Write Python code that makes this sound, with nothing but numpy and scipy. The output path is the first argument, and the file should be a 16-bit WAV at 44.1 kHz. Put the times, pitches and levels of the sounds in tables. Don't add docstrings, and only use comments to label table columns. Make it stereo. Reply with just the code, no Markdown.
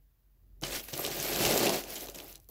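import sys
import numpy as np
from scipy import signal
from scipy.fft import rfft, irfft, next_fast_len
from scipy.io import wavfile

SR = 44100
rng = np.random.default_rng(int(sys.argv[2]) if len(sys.argv) > 2 else 0)


def file_out(sig):
    cols = np.atleast_2d(sig).T
    lim = np.clip(cols, -1, 1)
    pcm = np.round(lim * 32767).astype(np.int16)
    wavfile.write(sys.argv[1], SR, pcm)


def level_to_linear(level):
    exponent = np.asarray(level, float) / 20
    return 10 ** exponent


N = 110250

# mode_hz [Hz], level_db [dB], t60_s [s]
BOARD_MODES = [(129.5, -7.5, 0.052), (208, -10, 0.064), (280, 2, 0.026), (358, 2.5, 0.04),
               (410, 0.5, 0.048), (507, -3.5, 0.059), (573, -11.5, 0.25), (640, 4, 0.019), (690, 3, 0.024),
               (807, 1.5, 0.017), (1162, -3.5, 0.017)]
PORT_LAG_S = 0.00031
BOARD_LAG_SHARE = 0.3


def rms_one(x):
    return x / np.sqrt(np.mean(x ** 2) + 1e-20)


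def in_time(rows):
    start_s, *columns = np.transpose(rows)
    t = np.arange(N) / SR
    return [np.interp(t, start_s, column) for column in columns]


def at_hz(points, hz):
    points_hz, level_db = np.array(points).T[:2]
    return np.interp(np.log(hz), np.log(points_hz), level_db)


def band(x, kind, hz, order=2):
    return signal.sosfilt(signal.butter(order, hz, kind, fs=SR, output="sos"), x)


def drift(rate_hz):
    r = np.exp(-2 * np.pi * rate_hz / SR)
    settled = signal.lfilter([1], [1, -2 * r, r * r], rng.standard_normal(N + SR))[SR:]
    return rms_one(settled)


def ring(clicks, hz, t60_s):
    r = level_to_linear(-60 / (t60_s * SR))
    w = 2 * np.pi * min(hz, SR / 2.2) / SR
    return signal.lfilter([0, np.sin(w)], [1, -2 * r * np.cos(w), r * r], clicks + 1e-18)


def coloured(spectrum):
    hz = np.maximum(np.fft.rfftfreq(N, 1 / SR), 1)
    white = rng.standard_normal((2, N))
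    return rms_one(irfft(rfft(white) * level_to_linear(at_hz(spectrum, hz)), N))


def place(at, sizes, side, share=1):
    pan_db = 9.5
    out = np.zeros((2, N))
    lag = side * share * PORT_LAG_S * SR / 2
    for port, sign in enumerate((1, -1)):
        index = np.clip(at + sign * lag, 0, N - 1).astype(int)
        np.add.at(out[port], index, sizes * level_to_linear(-sign * side * share * pan_db / 2))
    return out


def contacts(per_s, spread_db, clump_db, bodies, share=1):
    clumps = level_to_linear(clump_db * (drift(60) + drift(12)))
    born = rng.random(N) < per_s * clumps / SR
    sizes = level_to_linear(spread_db * np.minimum(rng.exponential(1, N), 5)) * rng.choice([-1, 1], N)
    side = rng.choice([-1, 1], N) * (1 + 0.22 * rng.standard_normal(N))
    dealt = rng.integers(0, bodies, N)
    for body in range(bodies):
        at = np.flatnonzero(born & (dealt == body))
        yield place(at, sizes[at], side[at], share)


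def board(trains):
    total = 0
    for k, (train, (mode_hz, level_db, t60_s)) in enumerate(zip(trains, BOARD_MODES)):
        total = total + (-1) ** k * level_to_linear(level_db) * ring(train, mode_hz, t60_s)
    return band(total, "band", [110, 5000])


def heap():
    # start_s [s], rattle_db [dB], board weight_db and fine_db [dB re rattle]
    pulls = [
        [(0.621, -48.5, 0.5, 4), (0.636, -37.5, -2.5, -15), (0.654, -40.5, -8.5, -7.5), (0.758, -35, -6, -4),
         (0.788, -41, -8, 0), (0.798, -41.5, -13, 1), (0.82, -53.5, 0, 3), (0.846, -51, -11, 11.5),
         (0.88, -52.5, -10, -1), (0.887, -44, -17, -3)],
        [(0.92, -53, -2, 6.5), (0.934, -38, -6.5, -2), (1.004, -40.5, -6, 0), (1.054, -32.5, -9, -4),
         (1.086, -37.5, -4.5, -2.5), (1.28, -34.5, -6.5, -3), (1.458, -28, -2.5, -3), (1.746, -32, 0.5, -6),
         (1.8, -41, -4, -0.5)],
        [(1.82, -45, -3, -2.5), (2.03, -44, -2.5, 3), (2.078, -52.5, -4.5, 0), (2.092, -49.5, -4, 6),
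         (2.143, -60, -1, 0), (2.147, -44.5, -3, -0.5), (2.178, -51, 4, 1), (2.2, -47.5, -1.5, -1),
         (2.318, -55.5, -3.5, 7.5), (2.36, -59.5, -9, -2), (2.384, -71, 9, 5), (2.487, -88, -16, 15),
         (2.491, -65.5, 7.5, 14)],
    ]
    # pitch_hz [Hz], level_db [dB per Hz]
    rattle_colour = [(530, -30), (900, -41), (1410, -3), (2730, -3), (3550, -8), (4150, -2), (9200, -8),
                     (12600, 1.5), (16000, 0)]
    rate_follows = 0.2
    rows = [row for pull in pulls for row in pull]
    silent_start = (rows[0][0] - 0.004, -110, 0, 0)
    rattle_db, weight_db, fine_db = in_time([silent_start] + rows)

    t = np.arange(N) / SR
    pitches = np.geomspace(1000, 15800, 36) * np.exp(0.015 * rng.standard_normal(36))
    per_s = 20000 * level_to_linear(rate_follows * np.clip(rattle_db + 36.5, -25, 0))
    trains = contacts(per_s, 2.4, 2.1, len(pitches))
    ticks = []
    for train, hz in zip(trains, pitches):
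        patch_db = 2.2 * np.sin(rng.uniform(20, 70) * t + hz)
        level = level_to_linear(at_hz(rattle_colour, hz) + patch_db) * hz ** 0.75
        ticks.append(level * ring(train, hz, 0.007 * np.sqrt(1000 / hz)))

    even = level_to_linear(-rate_follows / 2 * np.clip(rattle_db + 34, -25, 0))
    split = np.searchsorted(pitches, 10300)
    beads = rms_one(even * sum(ticks[:split]))
    fine_chain = rms_one(even * sum(ticks[split:]))

    bumps = list(contacts(1500, 3.2, 1.6, 3, BOARD_LAG_SHARE))
    rumble = rms_one(board(bumps[k % 3] for k in range(len(BOARD_MODES))))
    return level_to_linear(rattle_db) * (beads + level_to_linear(fine_db) * fine_chain + level_to_linear(weight_db) * rumble)


def clacks():
    # start_s [s], peak_db [dB], low_hz [Hz], high_hz [Hz], knock_db [dB re peak]
    hard_clacks = [(0.6364, -24, 1980, 5850, -14), (0.6685, -32, 4500, 15900, -25),
                   (0.8851, -32.5, 8000, 15900, -13.5), (0.9381, -23.5, 2600, 9100, -19),
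                   (0.9922, -27.5, 11500, 13500, 0.5), (1.05, -21.5, 2620, 8200, -15),
                   (1.0634, -19.5, 4000, 13000, -22), (1.4513, -15.5, 2960, 13600, -7),
                   (1.577, -13, 4100, 14600, -15), (1.6668, -18, 1000, 4800, -5),
                   (1.6943, -16, 2970, 10800, -12), (1.8387, -28.5, 3080, 15300, -24),
                   (2.0714, -32, 3000, 9000, -10.5), (2.0859, -34.5, 1190, 10100, -0.5),
                   (2.099, -28.5, 5140, 15900, -32), (2.146, -38.5, 2460, 9500, -17),
                   (2.187, -30.5, 2000, 12000, -20), (2.2015, -33, 1500, 7000, -13),
                   (2.2441, -33.5, 10000, 16600, -7.5), (2.3561, -33, 5070, 14100, -22),
                   (2.4889, -41, 6000, 15800, -13)]
    # start_s [s], peak_db [dB], low_hz [Hz], high_hz [Hz]
    taps = [(0.6139, -38, 5950, 15900), (.661, -42, 3000, 9000), (.6935, -40, 6000, 15900),
            (0.7783, -45, 8000, 15900), (0.8408, -39.5, 1300, 2800), (0.9778, -22.5, 8100, 15900),
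            (1.2007, -22, 4550, 15300), (1.228, -19, 9600, 15000), (1.303, -26.5, 12500, 15900),
            (1.361, -17, 5000, 15900), (1.4037, -22.5, 2000, 7030), (1.621, -31, 1500, 5000),
            (1.6585, -21.5, 11000, 15900), (1.663, -29, 9600, 14000), (1.759, -23.5, 11000, 15900),
            (1.9053, -28, 9000, 13900), (1.9435, -30, 9000, 15000), (1.975, -48, 3020, 9000),
            (2.0445, -35, 4500, 14000), (2.0595, -33, 7000, 15000), (2.12, -42, 5000, 15900),
            (2.1584, -31, 6340, 8900), (2.184, -35, 7100, 15900), (2.2205, -45, 9000, 15900),
            (2.238, -41, 12500, 15900), (2.3075, -50, 11000, 15900), (2.3136, -46, 11000, 16000),
            (2.3275, -39, 5000, 7600), (2.342, -47, 11000, 15900), (2.3655, -44, 7000, 15900),
            (2.3785, -49, 4000, 16000), (2.4003, -45.5, 5100, 15900), (2.4443, -55.5, 5100, 15000)]
    # start_s [s], peak_db [dB], low_hz [Hz], high_hz [Hz]
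    slips = [
        (0.639, -37, 2000, 4970),
        (0.797, -35, 2550, 9000),
        (1.462, -23.5, 2520, 7560),
        (1.582, -37, 3000, 14000),
        (1.672, -22, 890, 4970),
        (1.955, -30, 4000, 15000),
        (1.964, -28.5, 2590, 15200),
        (2.007, -31, 4000, 15000),
        (2.018, -34.5, 3000, 14000),
        (2.349, -46, 2300, 6000),
    ]
    # mode_hz [Hz], level_db [dB], t60_s [s]
    bead_modes = [(1150, -12, .008), (2800, -8, .006), (3500, -7, .005), (4150, -4, .005), (5150, -3, .004),
                  (6400, -1, .003), (7700, 1, .003), (11500, 2, .002), (14200, 2, .002)]
    scatter_db = 3.0
    off_pitch_db_per_oct = 12.0
    clack_s, tap_s, slip_s = 0.0022, 0.0012, 0.012
    rows = [(*clack, clack_s) for clack in hard_clacks]
    rows += [(*tap, -40, tap_s) for tap in taps]
    rows += [(*slip, -40, slip_s) for slip in slips]

    out = np.zeros((2, N + SR))
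    knocks = np.zeros((len(BOARD_MODES), 2, N))
    for start_s, peak_db, low_hz, high_hz, knock_db, length_s in rows:
        side = np.sign(rng.standard_normal())
        late_s = np.abs(rng.standard_normal(40)) * length_s
        late_s[0] = 0
        kick = rng.standard_normal(40)
        sizes = (np.sign(kick) + kick / 2) * np.exp(-late_s / length_s)
        burst = place((late_s + PORT_LAG_S) * SR, sizes, side)[:, :SR // 12]

        beads = 0
        for mode_hz, level_db, t60_s in bead_modes:
            octaves_off = abs(np.log2(mode_hz / np.clip(mode_hz, low_hz, high_hz)))
            mode_db = level_db + scatter_db * rng.standard_normal() - off_pitch_db_per_oct * octaves_off
            beads = beads + level_to_linear(mode_db) * ring(burst, mode_hz, t60_s)
        clack = band(burst + level_to_linear(-19) * beads, "band", [low_hz, high_hz])
        first = int((start_s - PORT_LAG_S) * SR)
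        peak = np.abs(clack.mean(axis=0)).max()
        out[:, first:first + burst.shape[1]] += level_to_linear(peak_db + 0.5) * clack / peak

        hit = place(np.array([start_s * SR]), level_to_linear(peak_db + knock_db - 7), side, BOARD_LAG_SHARE)
        knocks += hit * level_to_linear(scatter_db * rng.standard_normal((len(BOARD_MODES), 1, 1)))
    return out[:, :N] + board(knocks)


def clinks():
    touches = [
        (0.6375, -24, 2970, 0.025),
        (0.6356, -33, 4020, 0.032),
        (0.934, -36, 2830, .04),
        (2.35, -50, 4200, 0.066),
        (2.35, -52, 2900, 0.05),
        (2.488, -45, 11900, .04),
        (2.489, -45, 14500, 0.023),
        (2.489, -64.5, 4370, .08),
    ]
    return sum(ring(place(np.array([start_s * SR]), level_to_linear(level_db), 0.5), pitch_hz, t60_s)
               for start_s, level_db, pitch_hz, t60_s in touches)


def charm():
    shakes = [
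        (.993, .029, -46),
        (1.226, .07, -48),
        (1.32, .07, -50),
        (1.05, .6, -58),
        (1.53, .06, -46),
    ]
    # pitch_hz [Hz], level_db [dB], t60_s [s]
    charm_rings = [(12500, 3, 0.014), (12650, 0, 0.012)]
    t = np.arange(N) / SR
    shaken = sum(level_to_linear(level_db) * ((t > start_s) & (t < start_s + length_s))
                 for start_s, length_s, level_db in shakes)
    touches = contacts(1500, 2.2, 2.5, len(charm_rings))
    return sum(level_to_linear(level_db) * ring(train * shaken, pitch_hz, t60_s)
               for train, (pitch_hz, level_db, t60_s) in zip(touches, charm_rings))


def thumps():
    presses = [
        (0.624, -34.5),
        (0.699, -52),
        (0.928, -37),
        (1.106, -38.5),
        (1.187, -38.5),
        (1.399, -34),
        (1.469, -36.5),
    ]
    start_s, peak_db = np.transpose(presses)
    pushes = place(start_s * SR, level_to_linear(peak_db), 0.14)
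    return band(ring(pushes, 141.4, 0.14), "band", [60, 174])


def room(x):
    t60_s, wall_cut_hz = 0.12, 4900
    size = next_fast_len(N + SR)
    hz = np.fft.rfftfreq(size, 1 / SR)
    lags_s = rng.uniform(0.004, 0.02, (6, 2, 1))
    walls = level_to_linear(-60 * lags_s / t60_s) / (1 + 1j * hz / wall_cut_hz)
    loop = walls * np.exp(-2j * np.pi * hz * lags_s)
    echoes = np.sum(loop / (1 - loop), axis=0)
    return irfft(rfft(x, size) * echoes, size)[:, :N]


def background():
    # start_s [s], level_db [dB]
    drone_level = [(0.0, -62), (0.14, -71.5), (0.72, -53), (0.78, -62), (1.06, -60.5), (1.27, -55.5),
                   (1.55, -53.5), (1.66, -81), (1.7, -62), (2.5, -60)]
    # pitch_hz [Hz], level_db [dB], pan_db [left-right dB]
    drone_tones = [(46.3, 2.9, 0.5), (61.5, -20, -1), (87.4, -10.5, 5), (133.8, -14.5, 1)]
    # pitch_hz [Hz], level_db [dB per Hz]
    rumble_colour = [(18, -47), (33, -14), (49, -7.5), (128, -15.5), (211, -24.5), (357, -28.5),
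                     (900, -47.5), (1170, -85), (1980, -120)]
    # pitch_hz [Hz], level_db [dB per Hz]
    hiss_colour = [(410, -8), (700, -6), (1420, -8.5), (1970, -7.5), (2080, -11), (4920, -13),
                   (8650, -15.5), (11700, -8), (16000, -1.5)]
    t = np.arange(N) / SR
    ports = np.array([[0.5], [-0.5]])
    drone = 0
    for pitch_hz, level_db, pan_db in drone_tones:
        level = level_to_linear(level_db + 1.5 + 2 * drift(4.9) + pan_db * ports)
        phase = 2 * np.pi * pitch_hz * t + 0.5 * drift(3.5) + 0.41 * ports
        drone = drone + level * np.sin(phase)
    mid, side = band(coloured(rumble_colour), "high", 38, order=4)
    rumble = level_to_linear(-6) * (mid + 1.6 * side * ports)
    loudness_db, = in_time(drone_level)
    hiss = level_to_linear(-71) * coloured([(250, -10)] + list(hiss_colour))
    return level_to_linear(loudness_db) * (drone + rumble) + hiss


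def scene():
    near = heap() + clacks() + clinks() + charm() + thumps()
    highs = band(near, "high", 810)
    return near + level_to_linear(-13.5) * room(highs) + background()


def top_cut(x):
    return signal.sosfilt(signal.butter(12, 16990, fs=SR, output="sos"), x)


def record(dry):
    dip_hz, dip_width_hz, dip_share = 9200, 1500, 0.4
    r = np.exp(-np.pi * dip_width_hz / SR)
    w = 2 * np.pi * dip_hz / SR
    resonance = signal.lfilter([(1 - r * r) / 2, 0, (r * r - 1) / 2], [1, -2 * r * np.cos(w), r * r], dry)
    x = dry - dip_share * resonance
    bass = band(x, "low", 1500, order=1)
    x = x + bass * (level_to_linear(2.5 * np.array([[-0.5], [0.5]])) - 1)
    finished = signal.sosfilt(signal.cheby2(16, 45, 16000, fs=SR, output="sos"), x)
    return top_cut(finished)


dry = scene()
out = record(dry)
file_out(out)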